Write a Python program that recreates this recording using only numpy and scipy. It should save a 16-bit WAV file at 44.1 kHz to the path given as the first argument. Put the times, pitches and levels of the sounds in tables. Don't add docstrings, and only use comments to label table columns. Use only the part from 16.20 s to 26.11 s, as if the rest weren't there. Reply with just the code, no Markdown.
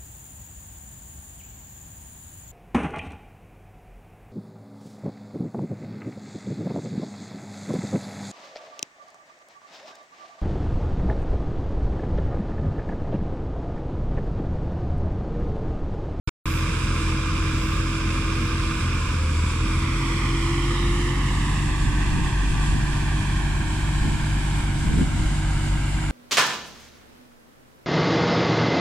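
import sys
import numpy as np
from scipy import signal
from scipy.fft import rfft, irfft, next_fast_len
from scipy.io import wavfile
from scipy.ndimage import uniform_filter1d, map_coordinates

SR = 44100
rng = np.random.default_rng(int(sys.argv[2]) if len(sys.argv) > 2 else 0)


def transcribe(signal):
    frames = np.atleast_2d(signal).T
    limited = np.clip(frames, -1, 1)
    pcm = np.round(limited * 32767).astype(np.int16)
    wavfile.write(sys.argv[1], SR, pcm)


N = 437031

# t/s, level/dB, width/s
GUST_EVENTS = [(5.67,-27,.03),(5.98,-23,.05),(6.3,-30,.08),(6.56,-24.5,.05),(7.88,-22.5,.05),(8.72,-21.5,.04),(8.815,-17.5,.03),(9,-27,.04)]
# t/s, f/Hz, bandwidth/Hz, level/dB, width/s
SWELL_EVENTS = [(0.324,12400,4940,-52.5,0.068),(1.463,13800,3013,-60,0.085),(2.25,12100,3400,-66,0.059),(3.3,7600,300,-49,.14),(3.85,2130,600,-39.5,0.24),(4.618,3760,350,-41.5,0.1),(5.35,7600,690,-50,.2)]
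# f/Hz, relative density level/dB
BREEZE_SPECTRUM = [(8,0),(25,8.5),(90,1.5),(200,-1.5),(300,-12.5),(380,-20),(520,-30),(2000,-102.5)]
BUMP_SPECTRUM = [(8,-8),(30,2),(60,1),(120,-1),(240,-1),(330,-8),(480,-18),(560,-28),(700,-40),(2000,-80)]
SPRAY_SPECTRUM = [(1000,-23),(3000,2.5),(4800,-1),(6300,-3.5),(7500,2.5),(8600,-1.5),(9400,-3),(10500,-16),(12500,-26),(15000,-24.5)]
DUCT_SPECTRUM = [(10,-39),(30,-2),(55,5.5),(100,2.5),(160,0),(220,-3),(290,-7),(340,-10.5),(420,-45.5),(700,-26),(2000,-100)]
ROAR_SPECTRUM = [(100,-9),(300,1),(450,-4),(600,-7),(800,-5),(1050,0.5),(1350,-3),(1700,0),(2400,-4),(3200,-7.5),(4200,-14.5),(5100,-15.5),(6300,-16.5),(10000,-35.5),(15000,-44)]
# f/Hz, coherence (0-1)
WIND_COHERENCE = [(30,1),(100,0.65),(200,0.62),(400,0.081)]
SPRAY_COHERENCE = [(2000,0.36),(8000,0.043),(11000,.1)]
MACHINE_COHERENCE = [(300,1),(1200,1),(2400,0.43),(4500,0.4),(9000,0)]
# multiple of the firing rate, level/dB near, midway, far
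GEAR_LINES = [(11.15,-56,-68,-74),(11.33,-53,-66,-72),(13,-53,-74,-78),(19.4,-78,-50,-50),(22.1,-62,-49,-56),(24.4,-51,-49.5,-66),(24.9,-48,-64,-72),(27.8,-51,-64,-70),(32.9,-62,-52,-51),(48,-62,-56,-58),(55.9,-51,-64,-70)]
# t/s, level/dB
BLADE_LEVEL = [(.45,-37),(.62,-45),(.8,-35),(2.62,-34.5),(2.75,-46),(3.25,-42),(3.6,-35),(4.05,-36),(4.3,-29.3),(4.55,-33),(4.92,-32.5),(5.08,-46),(9.9,-52)]
# f/Hz, amplitude ratio to the direct sound
SOIL_REFLECTION = [(300,0.54),(600,0.74),(1300,0.63),(2400,0.64),(3200,0.82),(4500,0.25),(9000,.2)]
# f/Hz, bandwidth/Hz, relative level/dB
HOUSING_MODES = [(510,99,-11.5),(1181,140,1.5),(2398,117,0.5),(5245,970,-5)]
# level/dB standing, level/dB at full throttle, gain/dB lugging
EXHAUST_HARMONICS = [(-28.4,-27.4,-1),(-30.3,-32,7.2),(-33.8,-30.5,-3)]
# t/s, f/Hz
FIRING_RATE = [(0.27, 42.4), (1.45, 42.4), (1.5, 42.8), (2.6, 42.9), (2.87, 41.8), (2.98, 40.3),
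               (3.17, 39.5), (3.49, 42.5), (3.89, 43.7), (4.05, 43.5), (4.53, 45.2), (5.5, 47.0),
               (5.74, 46.8), (6.87, 48.2), (9.9, 48.3)]
# t/s, distance (0 near, 1 far)
DISTANCE = [(3,0.0096),(3.5,0.045),(4.5,0.25),(5,.32),(5.5,0.46),(8.3,0.7),(9,0.83),(9.9,0.83)]
# f/Hz, left minus right level/dB
MIC_BALANCE = [(100,0),(380,0),(1300,3.7),(2400,0),(4400,-2.2),(6000,-1),(8200,3.5),(11000,-18.5),(15000,-8.5)]
# on t/s, off t/s
AUDIBLE_SPANS = [(.075,.094),(.2562,10)]


def amp(db):
    return 10 ** (np.asarray(db) / 20)


def unit(x):
    return x / np.sqrt(np.mean(x ** 2) + 1e-20)


def along(points, hz):
    f, v = np.transpose(points)
    return np.interp(np.log(hz + 1), np.log(f + 1), v)


def curves(rows):
    times, *columns = np.transpose(rows)
    return [np.interp(np.arange(N) / SR, times, column) for column in columns]


def wobble(rate):
    return map_coordinates(rng.standard_normal(int(N * rate / SR) + 4), [np.arange(N) * rate / SR])


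def filtered(x, response):
    size = next_fast_len(N + 8192)
    return irfft(rfft(x, size) * response(np.fft.rfftfreq(size, 1 / SR)), size)[..., :N]


def highs(x, edge_hz):
    return filtered(x, lambda hz: 1 - 1 / (1 + (hz / edge_hz) ** 4))


def turbulence(spectrum, coherence, drive=1):
    angle = lambda hz: np.arccos(np.clip(along(coherence, hz), -1, 1)) / 2
    colour = lambda hz: amp(along(spectrum, hz)) * [np.cos(angle(hz)), np.sin(angle(hz))]
    mid, side = filtered(drive * rng.standard_normal((2, N)), colour)
    return unit(np.array([mid + side, mid - side]))


def tone(firings, order, waver_db, drift_rad):
    phase = 2 * np.pi * (order * firings + rng.random()) + drift_rad * wobble(9)
    return unit(np.sin(phase) * amp(waver_db * wobble(12)))


def patchy(x, depth_db):
    spectra = signal.stft(x, nperseg=512)[2]
    field = uniform_filter1d(rng.standard_normal(spectra.shape[1:]), size=4, axis=0)
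    field = uniform_filter1d(field, size=110, axis=1)
    return signal.istft(spectra * amp(depth_db * unit(field)), nperseg=512)[1][:, :N]


def wind():
    t = np.arange(N) / SR
    breeze_db = np.interp(t, [3.9, 5.7], [-46.5, -31.5]) + 1.7 * wobble(8)
    gusts = sum(amp(db) * np.exp(-.5 * ((t - at) / width) ** 2) for at, db, width in GUST_EVENTS)
    force = gusts / gusts.max()
    buffet = (amp(breeze_db) + gusts * (1 - force)) * turbulence(BREEZE_SPECTRUM, WIND_COHERENCE)
    return buffet + gusts * force * turbulence(BUMP_SPECTRUM, WIND_COHERENCE)


def noise_swells():
    t = np.arange(N) / SR
    out = np.zeros((2, N))
    for at, centre_hz, width_hz, db, width_s in SWELL_EVENTS:
        passband = lambda hz: np.exp(-2 * ((hz - centre_hz) / width_hz) ** 2)
        band = filtered(rng.standard_normal((2, N)), passband)
        out += amp(db) * np.exp(-.5 * ((t - at) / width_s) ** 2) * unit(band)
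    return out


def nozzles(throttle):
    hiss = turbulence(SPRAY_SPECTRUM, SPRAY_COHERENCE, drive=amp(0.81 * wobble(13)))
    return amp(-42 + 1.73 * throttle) * patchy(hiss, depth_db=1.3)


def duct_rumble(firings, away):
    throb = 1 + 0.29 * np.cos(2 * np.pi * firings)
    air = turbulence(DUCT_SPECTRUM, MACHINE_COHERENCE, drive=throb * amp(0.42 * wobble(16)))
    air = air - (1 - amp(-8.5 * away)) * highs(air, edge_hz=400)
    return amp(-30 - 3.5 * away ** 2) * air


def gear_whines(firings, firing_hz, away, casing_hz=516.3, width_hz=13.3, boost_db=6.5):
    level = lambda dbs: amp(np.interp(away, [0, .5, 1], dbs))
    casing = lambda hz: amp(boost_db * np.exp(-((hz - casing_hz) / width_hz) ** 2))
    return sum(level(dbs) * casing(order * firing_hz) * tone(firings, order, waver_db=3.5, drift_rad=0.78)
               for order, *dbs in GEAR_LINES)


def fan(firings, throttle):
    blade_db, = curves(BLADE_LEVEL)
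    blades = amp(blade_db) * tone(firings, order=7.58, waver_db=1, drift_rad=.12)
    hum = amp(-59 + 18.5 * throttle) * tone(firings, order=6.47, waver_db=1.2, drift_rad=.18)
    return blades + hum


def ground_effect(direct, away, near_lag_s=0.000876, far_lag_s=0.001606, turn_rad=0.96, side_db=8):
    lag = (near_lag_s + (far_lag_s - near_lag_s) * away) * SR
    bounce = filtered(direct, lambda hz: along(SOIL_REFLECTION, hz) * np.exp(1j * turn_rad))
    bounce = bounce - 0.61 * away ** 3 * highs(bounce, edge_hz=750)
    reflected = []
    for channel, side in zip(bounce, (1, -1)):
        delayed = map_coordinates(channel, [np.arange(N) - lag * (1 + side * 0.044)], order=3)
        reflected.append(amp(-side * side_db) * delayed)
    return direct + np.array(reflected)


def knocks(firings, ring_s, scatter_db, uneven_db, count):
    cycles = firings / 3
    place = (np.arange(count) + rng.uniform(-.4, .4, count)) / count
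    pattern_db = uneven_db * rng.permutation(np.linspace(-1, 1, count))
    knock_cycles = np.arange(int(cycles[-1]) + 1)[:, None] + place
    onsets = np.interp(knock_cycles.ravel(), cycles, np.arange(N)).astype(int)
    sizes = amp(pattern_db + scatter_db * rng.standard_normal(knock_cycles.shape))
    impulses = np.bincount(onsets, sizes.ravel(), N)
    return unit(signal.lfilter([1], [1, -np.exp(-1 / (ring_s * SR))], impulses))


def housing_response(hz):
    return sum(amp(db) * (1j * hz * width / (mode_hz ** 2 - hz ** 2 + 1j * hz * width)) ** 2
               for mode_hz, width, db in HOUSING_MODES)


def machine_roar(firings, throttle, lug, away):
    clatter = knocks(firings, ring_s=0.0046, scatter_db=1.5, uneven_db=2.0, count=15)
    drive = np.sqrt(amp(1.46 * wobble(14)) + amp(0.5) * clatter ** 2)
    white = turbulence([(1000, 0)], MACHINE_COHERENCE, drive)
    housing = unit(filtered(white, housing_response))
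    roar = turbulence(ROAR_SPECTRUM, MACHINE_COHERENCE, drive) + amp(-8 - 8.5 * away) * housing
    roar = roar - (1 - amp(-22.5 * away ** 2)) * highs(roar, edge_hz=3520)
    roar_db = -31 + throttle - 2 * lug - 4 * away
    return amp(roar_db) * unit(ground_effect(roar, away))


def exhaust(firings, firing_hz, throttle, lug, tailpipe_hz=46.6, width_hz=1.9, boost_db=3.7):
    drone = 0
    for order, (stand_db, full_db, lug_db) in enumerate(EXHAUST_HARMONICS, 1):
        level_db = stand_db + (full_db - stand_db) * throttle + lug_db * lug
        resonance_db = boost_db * np.exp(-((order * firing_hz - tailpipe_hz) / width_hz) ** 2)
        drone += amp(level_db + resonance_db) * tone(firings, order, waver_db=1, drift_rad=.08)
    lope = sum(tone(firings, order=k / 3, waver_db=3.5, drift_rad=.3) for k in (4, 5, 7, 8, 10, 11))
    return drone + amp(-45.5) * lope


def effort(firing_hz, lug_hz=40, stand_hz=43.15, pull_hz=43.6):
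    throttle = (firing_hz - stand_hz) / (pull_hz - stand_hz)
    lug = (stand_hz - firing_hz) / (stand_hz - lug_hz)
    return np.clip(throttle, 0, 1), np.clip(lug, 0, 1)


def scene():
    firing_hz, = curves(FIRING_RATE)
    away, = curves(DISTANCE)
    throttle, lug = effort(firing_hz)
    firings = np.cumsum(firing_hz) / SR
    drone = exhaust(firings, firing_hz, throttle, lug)
    tones = fan(firings, throttle) + gear_whines(firings, firing_hz, away)
    noises = duct_rumble(firings, away) + nozzles(throttle) + noise_swells()
    return drone + tones + noises + machine_roar(firings, throttle, lug, away) + wind()


def record(dry, lead_s=.00006, top_hz=15150):
    sides = np.array([[.5], [-.5]])
    response = lambda hz: amp(sides * along(MIC_BALANCE, hz)) * np.exp(2j * np.pi * hz * sides * lead_s)
    heard = filtered(dry, response)
    t = np.arange(N) / SR
    gate = sum((t >= on) & (t < off) for on, off in AUDIBLE_SPANS)
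    return filtered(heard * gate, lambda hz: hz < top_hz)


dry = scene()
out = record(dry)
transcribe(out)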